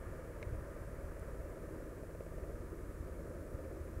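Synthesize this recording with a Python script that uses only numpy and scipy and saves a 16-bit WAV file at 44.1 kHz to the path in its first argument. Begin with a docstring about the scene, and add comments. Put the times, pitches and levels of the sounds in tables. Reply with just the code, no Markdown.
"""A distant helicopter hovers over an open mountain ridge. From the start, rotor wash and engine roar
swell and fade in the moving air and the tail rotor drones, over faint recorder hiss and wind rumble.
The main rotor thuds and slaps about 17 times a second. A small tick sounds close by at 0.4 s, then
eddies begin to bump the microphone; a fainter, higher tick follows at 1.2 s. The slap is hardest
from 2 to 2.5 s, drops away briefly and comes back softer."""
import sys
import numpy as np
from scipy.fft import rfft, irfft, next_fast_len
from scipy.io import wavfile
from scipy.ndimage import uniform_filter1d, map_coordinates

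SR = 44100
rng = np.random.default_rng(int(sys.argv[2]) if len(sys.argv) > 2 else 0)


def log_audio(samples):
    """Write samples as a 16-bit WAV file to the path given in sys.argv[1]."""
    # one column per channel
    frames = np.atleast_2d(samples).T
    # limit to full scale, then quantise
    limited = np.clip(frames, -1, 1)
    pcm = np.round(limited * 32767).astype(np.int16)
    wavfile.write(sys.argv[1], SR, pcm)


N = 176400
BLADE_HZ, FIRST_BLADE_S = 17.335, .0094  # the main rotor's beat, shared by wash, roar, thud and slap


def amp(db):
    """Decibels to gain."""
    return 10 ** (np.asarray(db) / 20)


def unit(x):
    """Scaled to rms 1."""
    return x / np.sqrt(np.mean(x ** 2) + 1e-20)


def clock():
    """The time of each sample in seconds."""
    return np.arange(N) / SR


def curve(rows):
    """A fader ride: (time_s, value) points joined by straight lines."""
    return np.interp(clock(), *np.transpose(rows))


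def wobble(rate):
    """A smooth random curve, rate knots a second."""
    return map_coordinates(rng.standard_normal(512), [clock() * rate + 2], mode="mirror")


def coloured(x, eq):
    """x through a causal EQ of (freq_hz, gain_db) points, at rms 1."""
    m = 2 * next_fast_len(N)
    hz, db = np.transpose(eq)
    gain_db = np.interp(np.log(np.fft.rfftfreq(m, 1 / SR) + 1), np.log(hz + 1), db)
    cepstrum = irfft(np.log(amp(gain_db)))
    cepstrum[1:m // 2] *= 2  # minimum phase: no ringing ahead of a hit
    cepstrum[m // 2 + 1:] = 0
    return unit(irfft(rfft(x, m) * np.exp(rfft(cepstrum)))[:N])


def noise(eq):
    """Coloured noise of rms 1."""
    return coloured(rng.standard_normal(N), eq)


def harmonics(rows, cycles, fade_db, fade_hz):
    """One pulse a cycle, each of its harmonics fading on its own in the moving air."""
    return np.sqrt(2) * sum(amp(db + fade_db * wobble(fade_hz)) * np.cos(2 * np.pi * round(k) * cycles)
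                            for k, db in rows)


# Fader rides for the mid wash, low wash and engine roar, ahead of their trims: time_s, level_db
MID_WASH_RIDE = [(0, -57), (.3, -54), (.8, -55.5), (1.3, -54.5), (1.8, -55), (2.2, -59.5), (2.5, -55),
                 (2.75, -59), (3.2, -55.5), (3.55, -54), (4, -57.5)]
LOW_WASH_RIDE = [(0, -59), (.7, -56.5), (1.2, -60), (1.8, -54), (2.3, -57), (2.49, -53), (2.66, -54.5),
                 (3.2, -53.5), (3.75, -54.5), (4, -52.5)]
ROAR_RIDE = [(0, -57), (.76, -57.5), (1.3, -58), (2, -60), (3, -60), (4, -59.5)]
# EQ for the hollow mid wash, its low body and the brighter roar: freq_hz, gain_db
MID_WASH_EQ = [(250, -22), (420, -3), (480, 1), (530, 3.5), (640, -3), (710, -9.5), (780, -20), (1100, -50),
               (3000, -89)]
LOW_WASH_EQ = [(60, -26.5), (130, -6.5), (170, -4.5), (205, -5), (260, -3), (320, 2.5), (385, 1),
               (440, -6.5), (520, -20.5), (800, -45.5), (2000, -88)]
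ROAR_EQ = [(400, -22.5), (780, -10), (850, -7), (920, -3.5), (1060, -2.5), (1110, -7.5), (1170, 1),
           (1290, -1.5), (1450, -5), (1750, -3.5), (2050, -12), (2220, -11.5), (2700, -20.5), (3400, -30.5),
           (6000, -68)]


def wash_and_roar(wash_trim_db=.5, roar_trim_db=-2.5, wash_throb_db=.93, roar_throb_db=.6, lag_s=.015):
    """Two bands of blade turbulence and the engine exhaust, all throbbing at the blade rate."""
    throb = np.cos(2 * np.pi * BLADE_HZ * (clock() - FIRST_BLADE_S - lag_s))
    mid_wash = amp(curve(MID_WASH_RIDE)) * noise(MID_WASH_EQ)
    low_wash = amp(curve(LOW_WASH_RIDE)) * noise(LOW_WASH_EQ)
    wash_db = wash_trim_db + wash_throb_db * throb + .5 * wobble(8.7)
    roar_db = curve(ROAR_RIDE) + roar_trim_db + roar_throb_db * throb + .42 * wobble(10)
    return amp(wash_db) * (mid_wash + low_wash) + amp(roar_db) * noise(ROAR_EQ)


# The buzz on top of the tail rotor's hum: harmonic_number, gain_db
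TAIL_OVERTONES = [(2, 1), (3, -5), (4, -5.5), (5, -1.2), (6, -10.5), (7, -9), (8, -11.5)]
# Fader rides for the hum and the buzz: time_s, fundamental_db, overtones_db
TAIL_RIDE = [(0, -63.5, -64.5), (.9, -59, -65.5), (1.2, -55.5, -65), (1.55, -62, -59.5), (2.1, -63, -63.5),
             (2.35, -55.5, -65.5), (3.3, -53.5, -65.5), (3.8, -53, -64.5), (4, -56, -68)]


def tail_rotor(pitch_hz=79.4):
    """The tail blades' fast pulses merge into a drone; its hum and buzz swell at different times."""
    cycles = pitch_hz * (clock() + .00022 * wobble(2.93))
    time_s, fundamental_db, overtones_db = np.transpose(TAIL_RIDE)
    hum_gain = amp(np.interp(clock(), time_s, fundamental_db))
    buzz_gain = amp(np.interp(clock(), time_s, overtones_db))
    hum = np.sqrt(2) * np.cos(2 * np.pi * cycles)
    buzz = harmonics(TAIL_OVERTONES, cycles, fade_db=2.5, fade_hz=3.08)
    return hum_gain * hum + buzz_gain * buzz


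# EQ for the airy noise floor: freq_hz, gain_db
HISS_EQ = [(100, -3.5), (3000, -5), (4200, -3.5), (6000, -1), (7500, 1), (9100, 0.5), (9750, 3),
           (10400, 0.2), (13000, -1.2), (15800, -5.5)]
# Thin, steady whine in the top end: pitch_hz, level_db
WHINE_TONES = [(9922, -90), (13335, -97.5)]


def recorder_hiss(level_db=-69.5):
    """The recorder's own noise and thin whine."""
    whine = np.sqrt(2) * sum(amp(db) * np.sin(2 * np.pi * hz * clock()) for hz, db in WHINE_TONES)
    return amp(level_db) * noise(HISS_EQ) + whine


# EQ for the bass-heavy wind rumble: freq_hz, gain_db
WIND_EQ = [(8, -23), (20, -6.5), (35, -1), (58, -1.5), (90, -1.5), (130, -8.5), (200, -16.5), (280, -23.5),
           (450, -40), (2000, -89.5)]
# Soft puffs on top of the rumble: centre_s, half_width_s, level_db
WIND_PUFFS = [(0.093, 0.049, -48), (0.513, .025, -43), (0.583, .045, -45), (1.864, 0.045, -48.5),
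              (2.38, 0.028, -51)]


def wind(bed_db=-53.5):
    """Wind on the microphone: a bed of low rumble with short puffs."""
    power = amp(bed_db + wobble(6.2)) ** 2
    for centre_s, half_width_s, level_db in WIND_PUFFS:
        power += amp(level_db) ** 2 * np.exp(-((clock() - centre_s) / half_width_s) ** 2)
    return np.sqrt(power) * noise(WIND_EQ)


# The main rotor's low end, stacked on the blade rate, ahead of the swell: harmonic_number, level_db
THUD_HARMONICS = [(1, -60.5), (2, -55.5), (3, -52.5), (4, -63), (5, -64), (6, -68.5), (7, -62.5),
                  (8, -77.5), (9, -72.5), (10, -71)]
# Slow swell on the thud: time_s, gain_db
THUD_RIDE = [(0, -0.5), (.4, -3), (.9, 0), (1.35, 0.5), (1.8, -2.5), (2.15, -3.5), (2.5, 2.5), (2.9, -0.5),
             (3.35, -3), (4, -2)]


def rotor_thud():
    """Each main blade sends out one low pressure pulse."""
    cycles = BLADE_HZ * (clock() - FIRST_BLADE_S + .00022 * wobble(3))
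    swell = amp(curve(THUD_RIDE) + .7 * wobble(6.42))
    return swell * harmonics(THUD_HARMONICS, cycles, fade_db=.9, fade_hz=3.15)


# Fader ride for the blade slap: time_s, level_db
SLAP_RIDE = [(0, -71), (1.0, -61), (1.85, -60), (2.03, -54.5), (2.22, -55), (2.36, -58.5), (2.49, -54.5),
             (2.7, -79), (3.3, -62), (4, -63.5)]
# EQ that turns each click into a dull, boxy clap: freq_hz, gain_db
SLAP_EQ = [(100, -20), (220, -14.5), (330, 0.5), (400, -1.5), (560, 5), (660, -4.5), (780, -21.5),
           (1300, -28), (2500, -29), (5000, -69.5)]


def blade_slap(lag_s=.00543, jitter_s=.00012, scatter_db=2, echo_s=.0047, echo_db=-5.5):
    """Each blade cuts the wake of the one before: a dull clap that the slope repeats twice."""
    blade_s = np.arange(FIRST_BLADE_S + lag_s, N / SR, 1 / BLADE_HZ)[:, None]
    bounce = np.arange(3)  # the direct clap, then two echoes
    slip_s = jitter_s * (1 + bounce) * rng.standard_normal((len(blade_s), len(bounce)))
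    arrival_s = blade_s + echo_s * bounce + slip_s
    gain = amp(echo_db * bounce + scatter_db * rng.standard_normal(arrival_s.shape))
    arrival_sample = np.abs(arrival_s * SR).astype(int)
    clicks = np.bincount(arrival_sample.ravel(), -gain.ravel(), N)[:N]
    return amp(curve(SLAP_RIDE)) * coloured(clicks, SLAP_EQ)


# Cues for the two close ticks: start_s, level_db, pitch_hz, t60_s
TICK_CUES = [(0.4278, -38.5, 2209, 0.019), (1.1947, -53, 9700, .012)]
# Resonances inside a tick: pitch_ratio, gain_db, t60_ratio
TICK_RESONANCES = [(.73, -10, 1.3), (1, 0, 1), (1.75, -12, .5), (2.9, -16, .33)]
BAND_LIMIT_HZ = 15750


def ticks(roughness_hz=156, crack_db=-12, crack_t60_s=.0062, attack_s=.00034):
    """Tiny hard contacts near the microphone: a crack and a few short, rough resonances."""
    out = np.zeros(N)
    for start_s, level_db, hz, t60_s in TICK_CUES:
        age_s = np.maximum(clock() - start_s, 0)
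        body = np.zeros(N)
        for pitch_ratio, gain_db, t60_ratio in TICK_RESONANCES:
            if hz * pitch_ratio < BAND_LIMIT_HZ:
                waver_hz = roughness_hz * unit(uniform_filter1d(rng.standard_normal(N), size=24))
                ring = np.sin(2 * np.pi * np.cumsum(hz * pitch_ratio + waver_hz) / SR)
                body += amp(gain_db - 60 * age_s / (t60_s * t60_ratio)) * ring
        crack_eq = [(hz / 4, -30), (hz * .7, 0), (hz * 5.1, -3), (hz * 4, -30)]
        crack = amp(crack_db - 60 * age_s / crack_t60_s) * noise(crack_eq)
        out += amp(level_db) * (1 - np.exp(-age_s / attack_s)) * (body + crack)
    return out


# Cues for the low wind bumps: centre_s, peak_db, polarity (+1 push, -1 pull)
BUMP_CUES = [(.476, -34.5, -1), (1.405, -40, -1), (3.009, -45, 1), (3.550, -34, 1), (3.975, -35, -1)]


def wind_bumps(width_s=.0034):
    """Single eddies cross the microphone: one push or pull with a rebound on each side."""
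    out = np.zeros(N)
    for centre_s, peak_db, polarity in BUMP_CUES:
        offset = (clock() - centre_s) / width_s
        out += np.sign(polarity) * amp(peak_db) * (1 - offset ** 2) * np.exp(-offset ** 2 / 2)
    return out


def scene():
    """The mono mix: a continuous bed, the main rotor's beat and the close-up spot sounds."""
    bed = wash_and_roar() + tail_rotor() + recorder_hiss() + wind()
    beat = rotor_thud() + blade_slap()
    spots = ticks() + wind_bumps()
    return (bed + beat + spots)[None]


def record(dry):
    """The recorder keeps nothing above its band limit."""
    m = 2 * next_fast_len(N)
    passband = np.fft.rfftfreq(m, 1 / SR) < BAND_LIMIT_HZ
    return irfft(rfft(dry, m) * passband, m)[:, :N]


dry = scene()
out = record(dry)
log_audio(out)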